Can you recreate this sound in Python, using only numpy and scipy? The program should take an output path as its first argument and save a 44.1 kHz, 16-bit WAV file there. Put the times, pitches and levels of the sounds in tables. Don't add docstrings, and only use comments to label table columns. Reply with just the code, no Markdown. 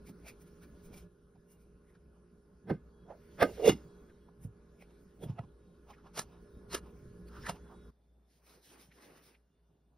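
import sys
import numpy as np
from scipy import signal
from scipy.fft import rfft, irfft, next_fast_len
from scipy.io import wavfile
from scipy.ndimage import uniform_filter1d

SR = 44100
rng = np.random.default_rng(int(sys.argv[2]) if len(sys.argv) > 2 else 0)


def generate_wav(signal):
    frames = np.transpose(np.atleast_2d(signal))
    scaled = np.clip(frames, -1, 1) * 32767
    pcm = np.round(scaled).astype(np.int16)
    wavfile.write(sys.argv[1], SR, pcm)


def elevation(decibels):
    levels = np.asarray(decibels, float)
    return 10 ** (levels / 20)


N = 439677
LONG = next_fast_len(N)
HZ = np.fft.rfftfreq(LONG, 1 / SR)
MOVE_S = 7.905


def evened(x):
    return x / np.sqrt(np.mean(abs(x) ** 2) + 1e-30)


def read(points, hz):
    f, value = np.transpose(points)
    return np.interp(np.log(hz + 1), np.log(f + 1), value)


def along(rows):
    s, level_db = np.transpose(rows)
    return np.interp(np.arange(N) / SR, s, level_db)


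def rings(modes, hz):
    total = 0
    for k, (f, width_hz, db) in enumerate(modes):
        total = total + (-1) ** k * elevation(db) / (1 + 2j * (hz - f) / width_hz)
    return total


def coloured(x, gain):
    return irfft(rfft(x, LONG) * gain, LONG)[..., :N]


def field(shape, level_db):
    colour = evened(elevation(read(shape, np.fft.rfftfreq(1024, 1 / SR))))
    return colour[:, None] * elevation(level_db[::256])


def hiss(strength, patchy_db):
    a, b, c, d, patches = rng.standard_normal((strength.shape[1], 513, 5)).T
    patches = uniform_filter1d(patches, size=14, axis=0)
    patches = evened(uniform_filter1d(patches, size=12, axis=1))
    z = np.array([a + 1j * b, c + 1j * d]) * elevation(patchy_db * patches - 26) * strength
    sound = signal.istft(z, nperseg=1024, noverlap=768)[1]
    return np.pad(sound, [(0, 0), (0, 256)])[:, :N]


# [s, dB]
KITCHEN = [(0.0, -61.5), (1.07, -60.5), (1.08, -67), (2.6, -67.5), (3.11, -62.5), (3.66, -58.5),
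           (3.99, -59), (4.12, -64.5), (6.19, -65), (6.45, -59.5), (6.74, -58.5), (7.08, -60.5),
           (7.38, -57), (7.9, -61), (7.91, -72), (9.97, -73)]
# [Hz, dB per Hz]
AIR = [(15, -57), (25, -18.5), (44, -5), (130, -8), (170, -4), (270, -13), (416, -10.5), (677, -25.5),
       (1370, -26), (2910, -63.5), (8500, -49), (16000, -77)]
# [Hz, dB per Hz]
CORNER = [(15, -45), (25, 4), (64, -35), (102, -4.5), (714, -19), (2000, -37), (3620, -38.5),
          (16000, -41.5)]
# [s, dB]
HANDS = [(0.0, -77), (0.85, -74.5), (1.02, -70.5), (1.08, -84), (2.55, -84), (3.01, -82), (3.37, -69.5),
         (3.44, -61), (3.61, -60.5), (3.78, -72.5), (4.46, -84.5), (5.01, -76), (5.47, -81.5), (7.3, -74.5),
         (7.45, -62), (7.58, -74), (7.9, -77)]
# [Hz, dB per Hz]
SKIN = [(880, -39), (1500, -10), (3810, -14.5), (7320, -15), (10100, -18.5), (16000, -18)]


def air():
    air_db, hands_db = along(KITCHEN), along(HANDS)
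    counter = np.arange(0, N, 256) / SR < MOVE_S
    room = np.where(counter, field(AIR, air_db + 0.68), field(CORNER, air_db - 3.0))
    brushing = counter * field(SKIN, hands_db + 0.24)
    return hiss(np.hypot(room, brushing), patchy_db=2.5)


# [Hz, Hz, dB]
FRIDGE = [(174.6, 14, -3), (186.3, 8, -6), (226, 11, -8.5), (287, 9.7, -11.5), (352.2, 24, -10.5),
          (590, 10, -13.5), (980, 0.61, -20), (1450, 67, -22.5), (1697, 14, -22)]
# [Hz, dB over the air]
COMPRESSOR = [(410.5, -3.5), (468.8, -12), (1061, -22)]
HUM_HZ = 59.2
HUM_DB, WALL_HUM_DB = -7, 8.5


def motors():
    air_db, t = along(KITCHEN), np.arange(N) / SR
    wall = t > MOVE_S
    lines = evened(coloured(rng.standard_normal((2, N)), abs(rings(FRIDGE, HZ)) ** 1.163))
    tones = sum(elevation(db) * np.sin(2 * np.pi * hz * t) for hz, db in COMPRESSOR)
    waver = evened(coloured(rng.standard_normal(N), rings([(HUM_HZ, 14, 0)], HZ) ** 2))
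    hum = np.sqrt(2) * np.sin(2 * np.pi * HUM_HZ * t) + np.where(wall, .5, 2.2) * waver
    hum_db = air_db + HUM_DB + WALL_HUM_DB * wall
    return elevation(air_db - 9.8 * wall) * (elevation(-1.0) * lines + tones) + elevation(hum_db - 1) * hum


# [s, s, Hz, dB]
WHINES = [(0, 1.07, 10000, -95), (0, .3, 9900, -97), (.55, .8, 9900, -98), (.1, .9, 10400, -99),
          (1.07, 2.75, 10040, -101), (1.07, 1.4, 9938, -100), (1.7, 2.65, 9938, -105),
          (1.6, 2.5, 10140, -106), (1.1, 2.5, 9838, -107), (2.9, 6.3, 10070, -101), (6.3, 7.9, 10200, -94),
          (1.47, 1.58, 2820, -92), (2.92, 3.1, 3330, -94), (3.82, 4.11, 3340, -93), (4.1, 4.19, 3760, -96),
          (4.2, 4.31, 3340, -95), (5.58, 5.8, 3790, -97), (6.3, 6.42, 3750, -93), (6.5, 6.62, 3750, -93),
          (6.42, 6.66, 5250, -96), (7.56, 7.9, 3400, -90), (7.73, 7.9, 3800, -89), (7.9, 8.4, 3548, -103),
          (9.36, 9.62, 2837, -105), (9.6, 9.97, 2837, -111), (9.5, 9.97, 3548, -106)]


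def whines():
    out = np.zeros(N)
    for (start, end, hz, db), drift in zip(WHINES, rng.standard_normal((len(WHINES), 2, 400))):
        part = out[round(start * SR):round(end * SR)]
        t = np.arange(len(part)) / SR
        a, b = (np.interp(t * 90, np.arange(len(d)), d) for d in drift)
        tone = (2 + a) * np.sin(2 * np.pi * hz * t) + b * np.cos(2 * np.pi * hz * t)
        part += elevation(db) * tone * signal.windows.tukey(len(part), .05 / (end - start))
    return out


def gestures(rows, rise_db_s):
    t = np.arange(N) / SR
    moves = []
    for s, held, db in rows:
        before, after = rise_db_s * (s - t), 216 * (t - s - held)
        moves.append(db - np.maximum(np.maximum(before, after), 0))
    return np.max(moves, axis=0)


# [s, s, dB]
STROKES = [
    (8.31, 0.065, -75),
    (8.47, .08, -65.5),
    (8.65, 0.085, -63),
    (8.8, 0.026, -61),
    (8.94, 0.23, -70.5),
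    (9.025, 0.028, -63.5),
    (9.165, 0.013, -66.5),
    (9.24, 0.046, -65),
]
# [s, s, dB]
FOLDS = [
    (8.48, 0.1, -68),
    (8.72, 0.093, -63),
    (9.0, 0.2, -63.5),
    (9.27, 0.056, -69),
]
# [Hz, dB per Hz]
SCRAPE = [(880, -28.5), (1500, -10.5), (5660, -5.5), (7540, -13), (8570, -8.5), (11100, -7), (16000, -12)]
# [Hz, dB per Hz]
CLOTH = [(76, -33.5), (130, -2), (238, 2), (397, 4.5), (707, -5), (1660, -6), (3000, -12.5), (4200, -58.5)]


def bag():
    scrape = field(SCRAPE, gestures(STROKES, rise_db_s=350))
    cloth = field(CLOTH, gestures(FOLDS, rise_db_s=160))
    grains = evened(uniform_filter1d(rng.exponential(1, N) ** 3, size=130))
    catch = evened(elevation(1.7 * grains))
    first = round(MOVE_S * SR / 256)
    rub = hiss(np.hypot(scrape, cloth)[:, first:], patchy_db=2)
    return catch * np.pad(rub, [(0, 0), (first * 256, 0)])[:, :N]


def hard(crack, modes, modes_db):
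    return lambda hz: evened(evened(elevation(read(crack, hz))) + elevation(modes_db) * evened(rings(modes, hz)))


def contacts(rows, edge, split_hz, hollow_q, fall_share, halo_db, halo_ms,
             core=0, edge_db=0, edge_share=0, widest_hz=700):
    size, out = 8192, np.zeros((2, N + 16384))
    ms, hz = (np.arange(size) - size // 2) * 1000 / SR, np.fft.rfftfreq(size, 1 / SR)
    high = 1 / (1 + (split_hz / (hz + 1)) ** 8)
    edges = edge(hz) * (1 - high), edge(hz) * high
    halo = elevation(halo_db) * np.cos(np.pi / 2 * np.clip(ms / halo_ms, -1, 1)) ** 2
    for (s, db, hollow_hz, spread, *crisp), noise in zip(rows, rng.standard_normal((len(rows), 2, size))):
        puff = np.exp(np.where(ms < 0, ms, -ms / fall_share) / spread)
        click = core * np.sqrt(spread * SR / 1000) * (ms == 0)
        rattle = rfft(noise * (puff + halo) + click)
        width_hz = min(hollow_hz / hollow_q, widest_hz)
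        hollow = rings([(hollow_hz, width_hz, 0)], hz) ** 2 * hz / (hz + hollow_hz)
        over_db = [0] + [edge_db + edge_share * c for c in crisp] + crisp
        for part_db, body in zip(over_db, [hollow, *edges]):
            part = irfft(rattle * body)
            out[:, round(s * SR):][:, :size] += elevation(db + part_db - 0.5) * part / abs(part[0]).max()
    return out[:, size // 2:][:, :N]


# [s, peak dB, Hz, ms]
BUMPS = [(0.097, -42.5, 176, 11), (2.712, -24.5, 163, 8.5), (3.419, -29.5, 129, 14),
         (3.69, -21.5, 165.3, 15.5), (3.685, -35, 69.96, 20), (4.449, -32, 110, 5.1), (5.237, -36, 190, 4),
         (5.262, -34, 147, 12.5), (5.297, -28, 120, 6.5), (5.397, -32.5, 111.6, 9), (5.438, -48, 146, 8.5),
         (6.191, -39, 158.7, 6.3), (7.03, -45.5, 112, 35), (7.491, -35.5, 151, 13), (8.885, -56, 140, 9.2)]


def bumps():
    return contacts(BUMPS, np.ones_like, split_hz=4200, hollow_q=1.4, fall_share=2.7,
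                    halo_db=-14.5, halo_ms=110, core=1.8)


# [s, peak dB, Hz, ms, dB over hollow]
TOUCHES = [(1.9, -72, 2000, 40, 0), (4.289, -56, 880, 5, -47), (4.443, -73.5, 714, 18.5, 22),
           (4.822, -54.5, 2365, 14.6, -5), (4.825, -48, 520, 3.5, -34), (4.91, -65, 950, 8.9, -6),
           (5.3, -51.5, 800, 29, -17), (5.39, -54, 2600, 3.7, -17), (5.44, -55.5, 760, 16, -24),
           (5.24, -59.5, 3350, 15.8, 10), (5.908, -47.5, 840, 16.8, -13), (5.94, -55.5, 2100, 10, -16),
           (5.99, -58.5, 1320, 23, -26), (6.07, -49.5, 980, 20, -20.5), (6.335, -59, 840, 74, -17.5),
           (6.714, -56, 4190, 8, -3), (6.87, -56.5, 990, 45, -18), (7.285, -60, 4500, 8.4, 2.5),
           (7.37, -46, 1300, 44, -16), (7.43, -56, 5300, 12, -10), (7.56, -53, 910, 21, -9),
           (7.72, -51.5, 900, 32, -35)]
# [Hz, Hz, dB]
TIP_MODES = [(2510, 1400, 0.5), (4500, 1100, 5.4), (11030, 5500, 5.6), (15640, 1900, 6.1)]


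def touches():
    return contacts(TOUCHES, hard(SKIN, TIP_MODES, 3.2), split_hz=5800, hollow_q=0.5, fall_share=0.76,
                    halo_db=-17.0, halo_ms=44.3, edge_db=1, edge_share=0.37)


# [s, peak dB, Hz, ms, dB over hollow]
ZIP_TAPS = [
    (8.921, -58.5, 2000, 8.2, -14),
    (8.986, -58, 1000, 6, -14),
    (9.035, -60, 1800, 10, -7),
    (9.18, -61, 1220, 7, -7),
    (9.35, -59.5, 2300, 5, -18),
]


def zip_taps():
    return contacts(ZIP_TAPS, hard(SKIN, TIP_MODES, 3.2), split_hz=5800, hollow_q=0.9, fall_share=1.09,
                    halo_db=-17, halo_ms=40, edge_db=1.5, edge_share=0.4, widest_hz=1500)


# [s, peak dB, Hz, ms, dB over hollow]
SNACKS = [(0.073, -65, 2230, 8.8, 12.5), (0.094, -58.5, 800, 10, 6.5), (0.264, -50.5, 615, 18, -34),
          (0.285, -51.5, 2300, 18, 8), (0.418, -78, 1720, 14, 23.5), (0.479, -73.5, 1450, 11, 13),
          (0.635, -60, 1540, 12, 4), (0.859, -76, 1250, 22, 22), (0.942, -57, 670, 8.6, 6.5),
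          (0.979, -61, 660, 19, 13.5), (1.029, -70, 695, 20, -21), (1.359, -63, 710, 7.2, -25),
          (1.519, -89.5, 2920, 23, 33.5), (1.619, -83.5, 653, 48, 21), (1.954, -63, 1450, 9.8, -10)]
# [Hz, dB per Hz]
CRUST = [(590, -52), (1000, -3), (2410, -10.5), (7270, -6.5), (9060, -35), (16000, -19)]
# [Hz, Hz, dB]
CRUST_MODES = [(2350, 150, -1.5), (2900, 120, -42), (5300, 7200, -20), (9260, 5400, -9.5),
               (13760, 1700, -6.5)]


def snacks():
    return contacts(SNACKS, hard(CRUST, CRUST_MODES, 1.3), split_hz=6100, hollow_q=2.3, fall_share=1.0,
                    halo_db=-12.0, halo_ms=41, edge_db=1.5, edge_share=0.5)


# [s, peak dB, Hz, ms, dB over hollow]
POTS = [
    (5.238, -37, 420, 11, -22.5),
    (5.392, -38.5, 663, 2.6, -18),
    (6.179, -34.5, 449, 7.4, 0.5),
    (6.194, -32, 590, 3.3, 9.5),
    (6.217, -53, 634, 2.4, 7),
    (6.733, -42, 635, 3.4, 8),
    (6.749, -30.5, 392, 2.9, 4.5),
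    (7.468, -33, 1704, 5.4, -8.5),
    (7.496, -28, 640, 7.3, -2.5),
    (7.516, -58, 500, 8, -6),
]
# [Hz, dB per Hz]
POT = [(530, -62), (900, 18), (7580, -2.5), (10900, -6), (15100, -12.5), (16000, -51.5)]
# [Hz, Hz, dB]
POT_MODES = [(1300, 80, 26.5), (1720, 37, 32), (2820, 20, 25), (3700, 52, 19), (4045, 52, 13.5),
             (4500, 150, 13.5), (6320, 130, 7.5), (9795, 84, 20), (10770, 120, -22.5)]


def pots():
    return contacts(POTS, hard(POT, POT_MODES, -7.5), split_hz=4240, hollow_q=1.08, fall_share=0.94,
                    halo_db=-17, halo_ms=58.6, core=0.21, edge_db=0.7, edge_share=0.39)


# [s, peak dB, Hz, ms, dB over hollow]
FLASK = [(2.702, -32.5, 704, 6.5, -20), (2.710, -24.5, 360, 5.1, -41), (2.74, -44, 400, 17, -23),
         (3.11, -39.5, 600, 17, -48), (3.412, -28.5, 520, 5.1, -10.5), (3.422, -21, 600, 1.5, -17.5),
         (3.428, -15, 546, 4, -13), (3.453, -24.5, 440, 16, -26), (3.495, -36.5, 420, 12.4, -35.5),
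         (3.918, -70, 420, 7.4, -31), (4.098, -59, 410, 8.7, -15.5)]
# [Hz, dB per Hz]
STEEL = [(530, -36), (900, -3), (5410, -17.5), (7200, -18.5), (8760, -13), (16000, -18)]
# [Hz, Hz, dB]
LID_MODES = [(1234, 42, 6), (1510, 36, 4), (1540, 87, 6.5), (2117, 58, 2), (2500, 48, -11.5),
             (2877, 73, -9.5), (3382, 100, -17), (4350, 110, -7.5), (5360, 380, -10.5)]


def flask():
    return contacts(FLASK, hard(STEEL, LID_MODES, 2.2), split_hz=4060, hollow_q=1.4, fall_share=1.2,
                    halo_db=-17.5, halo_ms=46, edge_db=17, edge_share=1.127)


# [s, peak dB, Hz, ms, dB over hollow]
THREAD = [
    (3.53, -54.5, 500, 35, -13),
    (3.605, -33, 474, 14, -23),
    (3.64, -30, 465, 18, -20.5),
    (3.66, -21, 465, 7.1, -10),
    (3.678, -14, 443, 8.4, -12.5),
    (3.694, -16.5, 328, 5.5, -7.5),
    (3.72, -33, 330, 8.5, -12),
    (3.75, -42.5, 300, 54, -15.5),
]
# [Hz, Hz, dB]
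STEEL_MODES = [(760, 54, 4.5), (1230, 30, -0.5), (2120, 110, -2), (2840, 60, 4.5), (3440, 51, -1),
               (3770, 110, -3), (4500, 100, -8.5), (5240, 72, 0.5), (6460, 150, -2.5)]


def thread():
    return contacts(THREAD, hard(STEEL, STEEL_MODES, 1.4), split_hz=4700, hollow_q=1.8, fall_share=0.96,
                    halo_db=-14.5, halo_ms=59, edge_db=1.84, edge_share=.8)


# [s, Hz, dB, ms, ms]
RINGS = [(2.712, 388, -33.5, 4, 11), (2.708, 705, -42, 4, 8), (2.704, 1600, -48, 5, 5),
         (3.429, 441, -24, 6, 5), (3.432, 571, -21, 7, 2), (3.43, 705, -25, 6, 3), (3.427, 1210, -36, 5, 5),
         (3.427, 1440, -35, 5, 5), (3.427, 2060, -36, 5, 4), (3.426, 1750, -34, 5, 4),
         (3.445, 280, -30, 8, 8), (3.49, 2810, -62.5, 10, 10), (3.492, 2060, -62, 6, 6),
         (3.605, 460, -41, 14, 12), (3.652, 460, -29, 17, 10), (3.65, 716, -39, 12, 10),
         (3.66, 2820, -40, 13, 26), (3.655, 2060, -48, 12, 12), (3.677, 450, -18, 3, 7.7),
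         (3.679, 571, -21, 4, 5), (3.68, 3420, -38, 8, 8), (5.24, 3350, -60, 6, 5),
         (3.73, 2100, -55, 6, 10), (5.392, 680, -43, 5, 6), (5.391, 1310, -50, 3.6, 3.5),
         (5.391, 1960, -58, 3, 4), (6.185, 2900, -52.5, 5, 4), (6.172, 4800, -55, 7, 4),
         (6.718, 4250, -55, 7.3, 8), (6.748, 378, -43, 7, 7), (7.468, 1750, -46, 4, 4)]
RING_ROUGH = .4


def ringing():
    out, t = np.zeros((2, N)), np.arange(-3000, 3000) / SR
    for (s, hz, db, swell, fade), drift in zip(RINGS, rng.standard_normal((len(RINGS), 2, 40))):
        u = 1000 * t / np.where(t < 0, swell, fade)
        shape = np.exp(-u ** 2 / 2) + .12 * np.exp(-abs(u) / 2)
        chatter = np.interp(np.linspace(0, 39, len(t)), np.arange(40), drift[0] + 1j * drift[1])
        turn = elevation(db) * shape * (1 + RING_ROUGH * chatter) * np.exp(2j * np.pi * hz * t)
        out[:, round((s + t[0]) * SR):][:, :len(t)] += [turn.imag, turn.real]
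    return out


def knocks():
    soft = bumps() + touches() + zip_taps()
    return soft + snacks() + pots() + flask() + thread() + ringing()


# [Hz, radians]
LEAD = [(0, 0), (1380, -0.2), (3100, 0.7), (5340, 0.2), (6290, 2.3), (9730, 5.8), (12500, 8.6),
        (16300, 13.4)]


def ports(pair, same, lean):
    a, b = rfft(pair, LONG)
    c, tilt = np.clip(read(same, HZ), 0, 1), elevation(read(lean, HZ) / 2)
    right = (c * a + np.sqrt(1 - c ** 2) * b) * np.exp(-1j * read(LEAD, HZ))
    return irfft(np.array([a * tilt, right / tilt]), LONG)[:, :N]


# [Hz, 0-1]
NEAR_SAME = [(60, 1), (300, .99), (700, .97), (2000, .87), (4000, .93), (15000, .91)]
# [Hz, 0-1]
FAR_SAME = [(60, 1), (240, 1), (950, 0.47), (3770, 0.77), (15000, 0.38)]
# [Hz, dB]
NEAR_LEAN = [(60, -2), (180, -0.5), (550, -6.5), (1650, -0.5), (4970, -1), (15000, 1.5)]
# [Hz, dB]
FAR_LEAN = [(60, 0.5), (240, -2.5), (950, 0.7), (6000, -0.5)]


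def scene():
    far = motors() + whines() + air() + bag()
    return ports(far, FAR_SAME, FAR_LEAN) + ports(knocks(), NEAR_SAME, NEAR_LEAN)


def band_limit(x):
    return signal.sosfilt(signal.butter(12, 16680, fs=SR, output="sos"), x)


# low_hz, high_hz, wander_hz, closing_hz when loud [all Hz]
GAPS = [(6900, 8250, 130, 280), (12600, 14550, 200, 230), (15550, 24000, 100, 120)]


def record(dry):
    hz, t, z = signal.stft(dry, SR, window="cosine", nperseg=2048)
    treble_db = 10 * np.log10((abs(z[:, hz > 5000]) ** 2).sum((0, 1)) + 1e-14)
    loud = np.clip((treble_db + 75) / 25, 0, 1)
    wander = np.repeat(rng.standard_normal((len(t), len(GAPS), 2)), 2, axis=0)[:len(t)].T
    for (low_hz, high_hz, width, closing), down, up in zip(GAPS, *wander):
        low = low_hz + width * down + closing * loud
        high = high_hz + width * up - closing * loud
        z = z * np.where((hz[:, None] > low) & (hz[:, None] < high), elevation(-33.5), 1)
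    z[:, hz > 14400] *= np.where(treble_db + 2 * wander[0, 2] < -78, elevation(-25), 1)
    mix = signal.istft(z, SR, window="cosine", nperseg=2048)[1][:, :N]
    return band_limit(mix)


dry = scene()
out = record(dry)
generate_wav(out)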